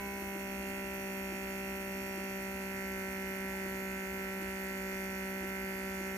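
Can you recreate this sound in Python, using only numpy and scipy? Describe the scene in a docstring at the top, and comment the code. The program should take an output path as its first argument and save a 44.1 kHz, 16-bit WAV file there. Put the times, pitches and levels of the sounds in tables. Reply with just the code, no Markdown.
"""A small three-chamber pump, pressed onto a food bag on a kitchen counter, buzzes close to a phone.
From the start, three strokes a shaft turn add up to a clean buzz, valves tick and the housing rattles;
air hisses and whistles near 13 kHz once a stroke, over room rumble and mains hum. The motor slows, mostly
in the first second. Dull knocks made of a rising tone and some noise come from 0.2 s on. Between 2.3 s
and 2.9 s the vacuum builds and shifts the buzz and ticks; a brief soft wavering tone passes near 3.5 s."""
import sys
import numpy as np
from scipy import signal
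from scipy.fft import rfft, irfft, next_fast_len
from scipy.io import wavfile

SR = 44100
rng = np.random.default_rng(int(sys.argv[2]) if len(sys.argv) > 2 else 0)


def wav_out(sig):
    """Save sig, one row per channel (or a flat mono array), as 16-bit PCM at SR to the path in sys.argv[1]."""
    wavfile.write(sys.argv[1], SR, np.round(np.clip(np.atleast_2d(sig).T, -1, 1) * 32767).astype(np.int16))


N = 272097
T = np.arange(N) / SR
STROKES = 3  # per shaft turn, one for each chamber

# How fast the motor turns: time_s, shaft_rate_hz
SHAFT = [(0.0, 66.2), (0.19, 65.5), (0.5, 65.0), (0.91, 64.9), (1.1, 64.6), (2.11, 64.6), (2.85, 64.4),
         (2.94, 64.1), (3.49, 64.2), (4.05, 64.0), (4.12, 64.2), (5.07, 64.1), (5.17, 63.9), (5.36, 64.1),
         (6.14, 64.1), (6.17, 64.3)]
# How far the bag is emptied: time_s, vacuum (0 = half drawn, 1 = full)
VACUUM = [(0, 0), (2.3, 0.05), (2.85, 1), (6.17, 1)]
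# Buzz, one row per shaft multiple from the first, levels at full vacuum once the load has settled:
# left_db, right_db, left_growth_db and right_growth_db (up to full vacuum), extra_db (before settling)
MULTIPLES = [(-59.5, -62.0, 0.0, 0.0, 1.0), (-80.0, -81.0, -1.0, -1.0, -4.0),
             (-43.5, -44.5, 1.0, 1.0, -0.0), (-59.0, -58.0, -1.0, 0.0, -2.0),
             (-63.5, -65.0, -4.0, -5.0, -1.0), (-45.0, -46.5, 1.0, 1.0, -1.0),
             (-83.0, -71.0, -12.0, 1.0, 5.0), (-63.5, -65.5, 3.0, 4.0, -3.0),
             (-51.5, -51.5, -2.0, -0.0, -3.0), (-62.0, -75.0, -1.0, -4.0, 1.0),
             (-67.0, -76.0, 3.0, 0.0, -2.0), (-55.5, -57.0, -2.0, -1.0, 3.0),
             (-63.5, -62.5, 3.0, -1.0, -8.0), (-69.5, -66.5, 4.0, 4.0, 8.0),
             (-58.0, -57.0, -0.0, -2.0, 6.0), (-79.5, -73.5, -1.0, 4.0, -1.0),
             (-67.5, -68.0, 4.0, 1.0, -6.0), (-68.5, -64.0, -4.0, -2.0, 1.0),
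             (-76.0, -68.0, -5.0, 2.0, -14.0), (-74.0, -72.5, -3.0, -2.0, 1.0),
             (-57.0, -52.0, 1.0, 3.0, -5.0), (-76.5, -70.0, 6.0, 7.0, 10.0),
             (-72.0, -61.5, -6.0, -4.0, 5.0), (-63.0, -49.0, 2.0, 7.0, -0.0),
             (-82.5, -67.5, -3.0, 2.0, 5.0), (-69.5, -68.5, -0.0, -5.0, -2.0),
             (-70.0, -52.5, -0.0, 5.0, -1.0), (-60.5, -55.5, -2.0, 1.0, -8.0),
             (-62.5, -66.5, 5.0, -3.0, 8.0), (-57.5, -49.0, 0.0, 2.0, -7.0),
             (-59.5, -56.0, 1.0, -1.0, -11.0), (-54.5, -55.5, 4.0, 3.0, -4.0),
             (-55.0, -48.0, 8.0, 3.0, 4.0), (-61.5, -65.5, 9.0, 0.0, 8.0), (-74.0, -61.5, -3.0, 12.0, 12.0),
             (-62.0, -60.0, -1.0, -2.0, -12.0), (-67.0, -55.5, 2.0, 1.0, -8.0),
             (-65.0, -57.5, -3.0, -1.0, -10.0), (-65.5, -55.0, -4.0, -3.0, -0.0),
             (-69.0, -59.5, 6.0, -1.0, -1.0), (-71.0, -65.5, 11.0, -8.0, -14.0),
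             (-74.5, -58.0, -7.0, -5.0, -9.0), (-70.5, -67.5, 4.0, -4.0, 1.0),
             (-72.0, -62.5, -1.0, 3.0, -1.0), (-70.0, -60.0, -1.0, 4.0, -2.0),
             (-74.0, -72.5, -0.0, 0.0, 2.0), (-72.0, -71.5, 2.0, -3.0, -4.0),
             (-70.0, -67.0, 4.0, -2.0, -3.0), (-76.0, -76.5, 12.0, -4.0, -14.0),
             (-78.0, -71.5, 11.0, 5.0, 0.0), (-80.5, -72.0, -6.0, -8.0, -8.0),
             (-99.5, -86.0, -9.0, -8.0, -8.0), (-84.0, -74.5, 0.0, 12.0, -4.0)]
# How far the right port trails the left in the buzz: multiple, lag_rad
PORT_LAG = [(3, 0), (9, .7), (12, -.7), (15, -.4), (18, 1.8), (21, .2), (23, -.8), (24, 1.6), (28, -.4),
            (30, 1.7), (31, 2.4), (32, 1.9), (37, 1.4), (39, 3.3), (40, .8), (41, 1.4), (42, 2.7),
            (45, 3.6), (48, 2.6), (53, 4)]
# Random phase shift, each times the multiple: whole_strokes_rad, uneven_multiples_rad, between_ports_rad
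SCATTER_RAD = (.005, .008, .003)
# Multiples in which the second stroke rings most; in other high uneven ones it rings least
SECOND_RINGS = (19, 20, 22, 23, 25, 31)
# Valve plate resonances, levels at full vacuum:
# pitch_hz, width_hz (of the narrower filter), left_db, right_db, growth_db (up to full vacuum)
VALVE_PLATE = [(3500, 160, -69, -71.5, 4), (3676, 92, -74, -81, 2), (4250, 720, -71, -66.5, 2),
               (4640, 350, -68.5, -90, 2), (4825, 91, -70, -63.5, 0), (5150, 140, -75, -71, 6),
               (5456, 97, -74, -81, -4.5), (5615, 100, -64, -68.5, -3), (6000, 250, -61, -72, -2),
               (6334, 330, -65.5, -63.5, 2), (6690, 330, -64.5, -63, 0), (7015, 78, -77, -64, 4)]
# Each chamber closes with its own force: level_db, one per chamber
VALVE_DB = (0, -7, -2)
# Each chamber closes a little early or late: delay_s, one per chamber
VALVE_LATE_S = (0, -.00003, .00002)
# Air rattling in the housing, before the overall RATTLE_DB: pitch_hz, left_db_per_hz, right_db_per_hz
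RATTLE = [(500, -91.5, -92.5), (800, -90.5, -90.5), (1100, -92.5, -91.5), (1600, -93, -86),
          (2000, -88, -85), (2350, -90.5, -86.5), (2750, -91, -85), (3050, -97, -94), (3400, -99, -96),
          (4200, -120, -120)]
# Air leaving the outlet: pitch_hz, left_db_per_hz, right_db_per_hz
HISS = [(3000, -110, -110), (3700, -100, -101), (4250, -96, -93), (4600, -100, -99), (5200, -99, -101),
        (5800, -95.5, -96), (6750, -95, -91), (7400, -102, -100), (8000, -94, -95), (8500, -95, -91),
        (8900, -98, -93), (9850, -91.5, -94.5), (10600, -98, -94), (10950, -89.5, -94), (11300, -93, -95),
        (12100, -96, -97), (13900, -97, -99), (14350, -95, -101), (14950, -91, -93), (15300, -96, -97)]
# Outlet whistle: pitch_hz, width_hz (of the wider filter), left_db, right_db
WHISTLE = (12886, 915, -53, -63.5)
# Room rumble: pitch_hz, left_db_per_hz, right_db_per_hz
ROOM = [(19.6, -105, -107), (40, -77.5, -99), (60, -78.5, -75), (92, -75.5, -83), (132, -89.5, -84),
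        (257, -80.5, -75.5), (316, -82.5, -85.5), (360, -84.5, -90), (453, -89, -86), (684, -105, -87.5),
        (1340, -110, -110)]
# Mains hum: pitch_hz, left_db, right_db
MAINS = [(59, -68.5, -67.5), (120.4, -74, -70.5), (236, -77, -87)]
# Dull knocks, before they are placed left of centre: start_s, peak_db, starting_pitch_hz
KNOCKS = [(0.216, -40, 322), (0.351, -40, 298), (0.631, -47, 312), (1.318, -38, 320), (2.175, -39, 333),
          (3.65, -40, 310), (3.742, -47, 286), (4.411, -40, 292), (5.425, -39, 310), (6.004, -39, 318)]
# Brief soft tone, before it is placed left of centre:
# middle_s, half_length_s, middle_pitch_hz, rise_hz_per_s, level_db
BLIP = (3.545, .05, 845, 250, -59)

SETTLE_S = .4  # the load settles after the start
PULSE_RAD = 0.37  # phase of the pulse
# Low uneven multiples blunt one stroke: radians (divided by the multiple squared), upper limit
BLUNT_RAD, BLUNT_BELOW = 32., 13.5
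# Middle uneven multiples trail the pulse: radians, upper limit
LATE_RAD, LATE_BELOW = 2.35, 18.5
# Above those the housing rings with its own phase, a little late
RING_RAD, RING_LATE_TURNS = 0.9, .012
PORT_LAG_S, RATTLE_DB = 0.00007, -1
KNOCK_RISE, KNOCK_T60_S = 7., .075  # pitch rise as a share per s; time to fade by 60 dB
KNOCK_THUD = .25  # level of loose thud beside the tone
TOP_HZ = 15510


def undb(db):
    """Turn a level in dB into a plain multiplier."""
    return 10 ** (np.asarray(db, float) / 20)


def unit(x):
    """Scale to an rms (average strength) of 1."""
    return x / np.sqrt(np.mean(x ** 2))


def walk(rate):
    """Wander in straight lines between random points, rate points a second, with a spread near 1.2."""
    points = rng.standard_normal(int(N / SR * 60))
    point_s = np.arange(len(points)) / rate
    return 1.49 * np.interp(T, point_s, points)


def peak(x, hz, width_hz):
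    """One resonance: sound near its pitch passes, at gain 1 in the centre."""
    return signal.lfilter(*signal.iirpeak(hz, hz / width_hz, SR), x)


def port_noise(alike, lag_s, echo_s=0., echo=0.):
    """Noise at two ports: a shared part, late and with a second path at the right, plus a part of each's own."""
    shared, left, right = rng.standard_normal((3, N))
    alike = np.clip(alike, 0, 1)
    second_path = echo * np.roll(shared, round(echo_s * SR))
    late = unit(np.roll(shared, round(lag_s * SR)) + second_path)
    return np.sqrt(alike) * np.array([shared, late]) + np.sqrt(1 - alike) * np.array([left, right])


def colour(x, table):
    """Shape white noise so each pitch range has the strength listed in a table."""
    hz, *sides = np.transpose(table)
    size = next_fast_len(N)
    log_hz = np.log(np.fft.rfftfreq(size, 1 / SR) + 1)
    gain = [undb(np.interp(log_hz, np.log(hz), db)) * np.sqrt(SR / 2) for db in sides]
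    return irfft(rfft(x, size) * gain, size)[:, :N]


def puff(turns, at, depth_db):
    """Level that swells once a stroke, at a given share of it; rms 1."""
    swell = np.cos(2 * np.pi * (STROKES * turns - at))
    return unit(undb(depth_db / 2 * swell))


def stroke_rad(order):
    """Phase of a shaft multiple at both ports, set by how the three strokes differ."""
    lag = np.interp(order, *np.transpose(PORT_LAG))
    uneven = order % STROKES
    if order < LATE_BELOW:
        left = PULSE_RAD
        if uneven and order < BLUNT_BELOW:
            left += BLUNT_RAD / order ** 2
        elif uneven:
            left -= LATE_RAD
        return left, left - lag
    second = (0, 1, -1)[uneven] * np.pi / STROKES + np.pi * (order in SECOND_RINGS)
    right = RING_RAD + second - 2 * np.pi * order * RING_LATE_TURNS
    return right + lag, right


def buzz(turns, vacuum):
    """Clean shaft multiples pile up into one pulse a stroke; counter and walls shift each a little."""
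    out = np.zeros((2, N))
    early = np.exp(-(T / SETTLE_S) ** 2)
    for order, row in enumerate(MULTIPLES, start=True):
        scatter = rng.standard_normal(2) * order
        phase = 2 * np.pi * order * turns + SCATTER_RAD[order % STROKES > 0] * scatter[0]
        phase = phase + .07 * walk(9)
        shift = np.add(stroke_rad(order), (0, SCATTER_RAD[2] * scatter[1]))
        common_db = (.4 + 0.01 * order) * walk(14) + row[4] * early
        for side in range(2):
            db = row[side] + row[2 + side] * (vacuum - 1) + common_db
            out[side] += np.sqrt(2) * undb(db) * np.cos(phase + shift[side])
    return out


def valves(turns, vacuum):
    """A tick at each valve closing makes the plate ring at its resonances."""
    stroke = STROKES * turns - .5
    count = np.arange(1, int(stroke[-1]))
    chamber = count % STROKES
    chance = rng.standard_normal((len(count), 2))
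    at = np.interp(count, stroke, np.arange(N))  # in samples
    at = at + SR * np.array(VALVE_LATE_S)[chamber] + .12 * chance[:, 0]
    size = undb(np.array(VALVE_DB)[chamber] + chance[:, 1])
    # each tick falls between samples: spread it as a windowed sinc
    taps = np.floor(at).astype(int)[:, None] + np.arange(-7, 9)
    off = taps - at[:, None]
    ticks = np.zeros(N + 32)
    np.add.at(ticks, taps, size[:, None] * np.sinc(off) * np.cos(np.pi * off / 16) ** 2)
    ports = np.array([ticks[:N], np.roll(ticks[:N], round(.0009 * SR))])  # later at the right
    out = np.zeros((2, N))
    for hz, width, *db, grow_db in VALVE_PLATE:
        ring = unit(peak(peak(ports, hz, width), hz, 2 * width))
        change = undb(grow_db * (vacuum - 1) + 1.36 * walk(6))
        out += undb(db)[:, None] * change * ring
    return out


def air(turns):
    """Housing rattle swells on the stroke; outlet hiss and whistle swell about half a stroke later."""
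    rattle = colour(port_noise(0.27, PORT_LAG_S) * puff(turns, .97, 7.), RATTLE)
    rattle = rattle * undb(RATTLE_DB + .6 * walk(8))
    jet = port_noise(.6, .0009, -.0003, -.4)
    hiss = colour(jet * puff(turns, .55, 4.5) * undb(.5 * walk(40)), HISS)
    hz, width, *db = WHISTLE
    whistle_jet = port_noise(.75, .00032)
    tone = unit(peak(peak(whistle_jet, hz, width), hz, 0.68 * width))
    whistle = tone * puff(turns, .62, 10.5) * undb(.7 * walk(30)) * undb(db)[:, None]
    return rattle + hiss + whistle


def kitchen():
    """Room rumble from shaped noise, nearly the same at both ports, and mains hum from unsteady tones."""
    hum = np.zeros((2, N))
    for hz, *db in MAINS:
        tone = np.sqrt(2) * np.cos(2 * np.pi * hz * T + 0.19 * walk(2.95))
        hum += np.outer(undb(db), tone)
    rumble = colour(port_noise(1.0, .00003), ROOM) * undb(.6 * walk(4))
    return hum + rumble


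def small_sounds():
    """Dull fading knocks that rise in pitch and a brief wavering tone, somewhat to the left."""
    out = np.zeros(N)
    thud = unit(peak(rng.standard_normal(N), 410, 270))
    for start_s, db, hz in KNOCKS:
        age = np.clip(T - start_s, 0, .2)
        tone = np.sin(2 * np.pi * hz * age * (1 + KNOCK_RISE * age / 2))
        knock = (tone + KNOCK_THUD * thud) * 1000. ** (-age / KNOCK_T60_S)
        knock = knock * (1 - np.exp(-age / 0.012))  # soft start
        out += undb(db) * knock / np.abs(knock).max()
    middle_s, half_s, hz, rise, db = BLIP
    since = T - middle_s
    phase = 2 * np.pi * (hz + rise * since / 2) * since + 1.1 * walk(35)
    fade = np.exp(-(since / half_s) ** 2)
    out += undb(db + 3 * walk(40)) * np.sqrt(2) * np.sin(phase) * fade
    return np.outer(undb([1.1, -1.1]), out)


def scene():
    """The pump's layers all follow one shaft; the kitchen and small sounds are added."""
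    shaft_hz = np.interp(T, *np.transpose(SHAFT))
    vacuum = np.interp(T, *np.transpose(VACUUM))
    turns = np.cumsum(shaft_hz + .02 * walk(12)) / SR
    return buzz(turns, vacuum) + valves(turns, vacuum) + air(turns) + kitchen() + small_sounds()


def record(dry):
    """The phone cuts the top: a steep filter removes what lies above TOP_HZ."""
    return signal.sosfilt(signal.ellip(12, .3, 60, TOP_HZ, fs=SR, output="sos"), dry)


dry = scene()
out = record(dry)
wav_out(out)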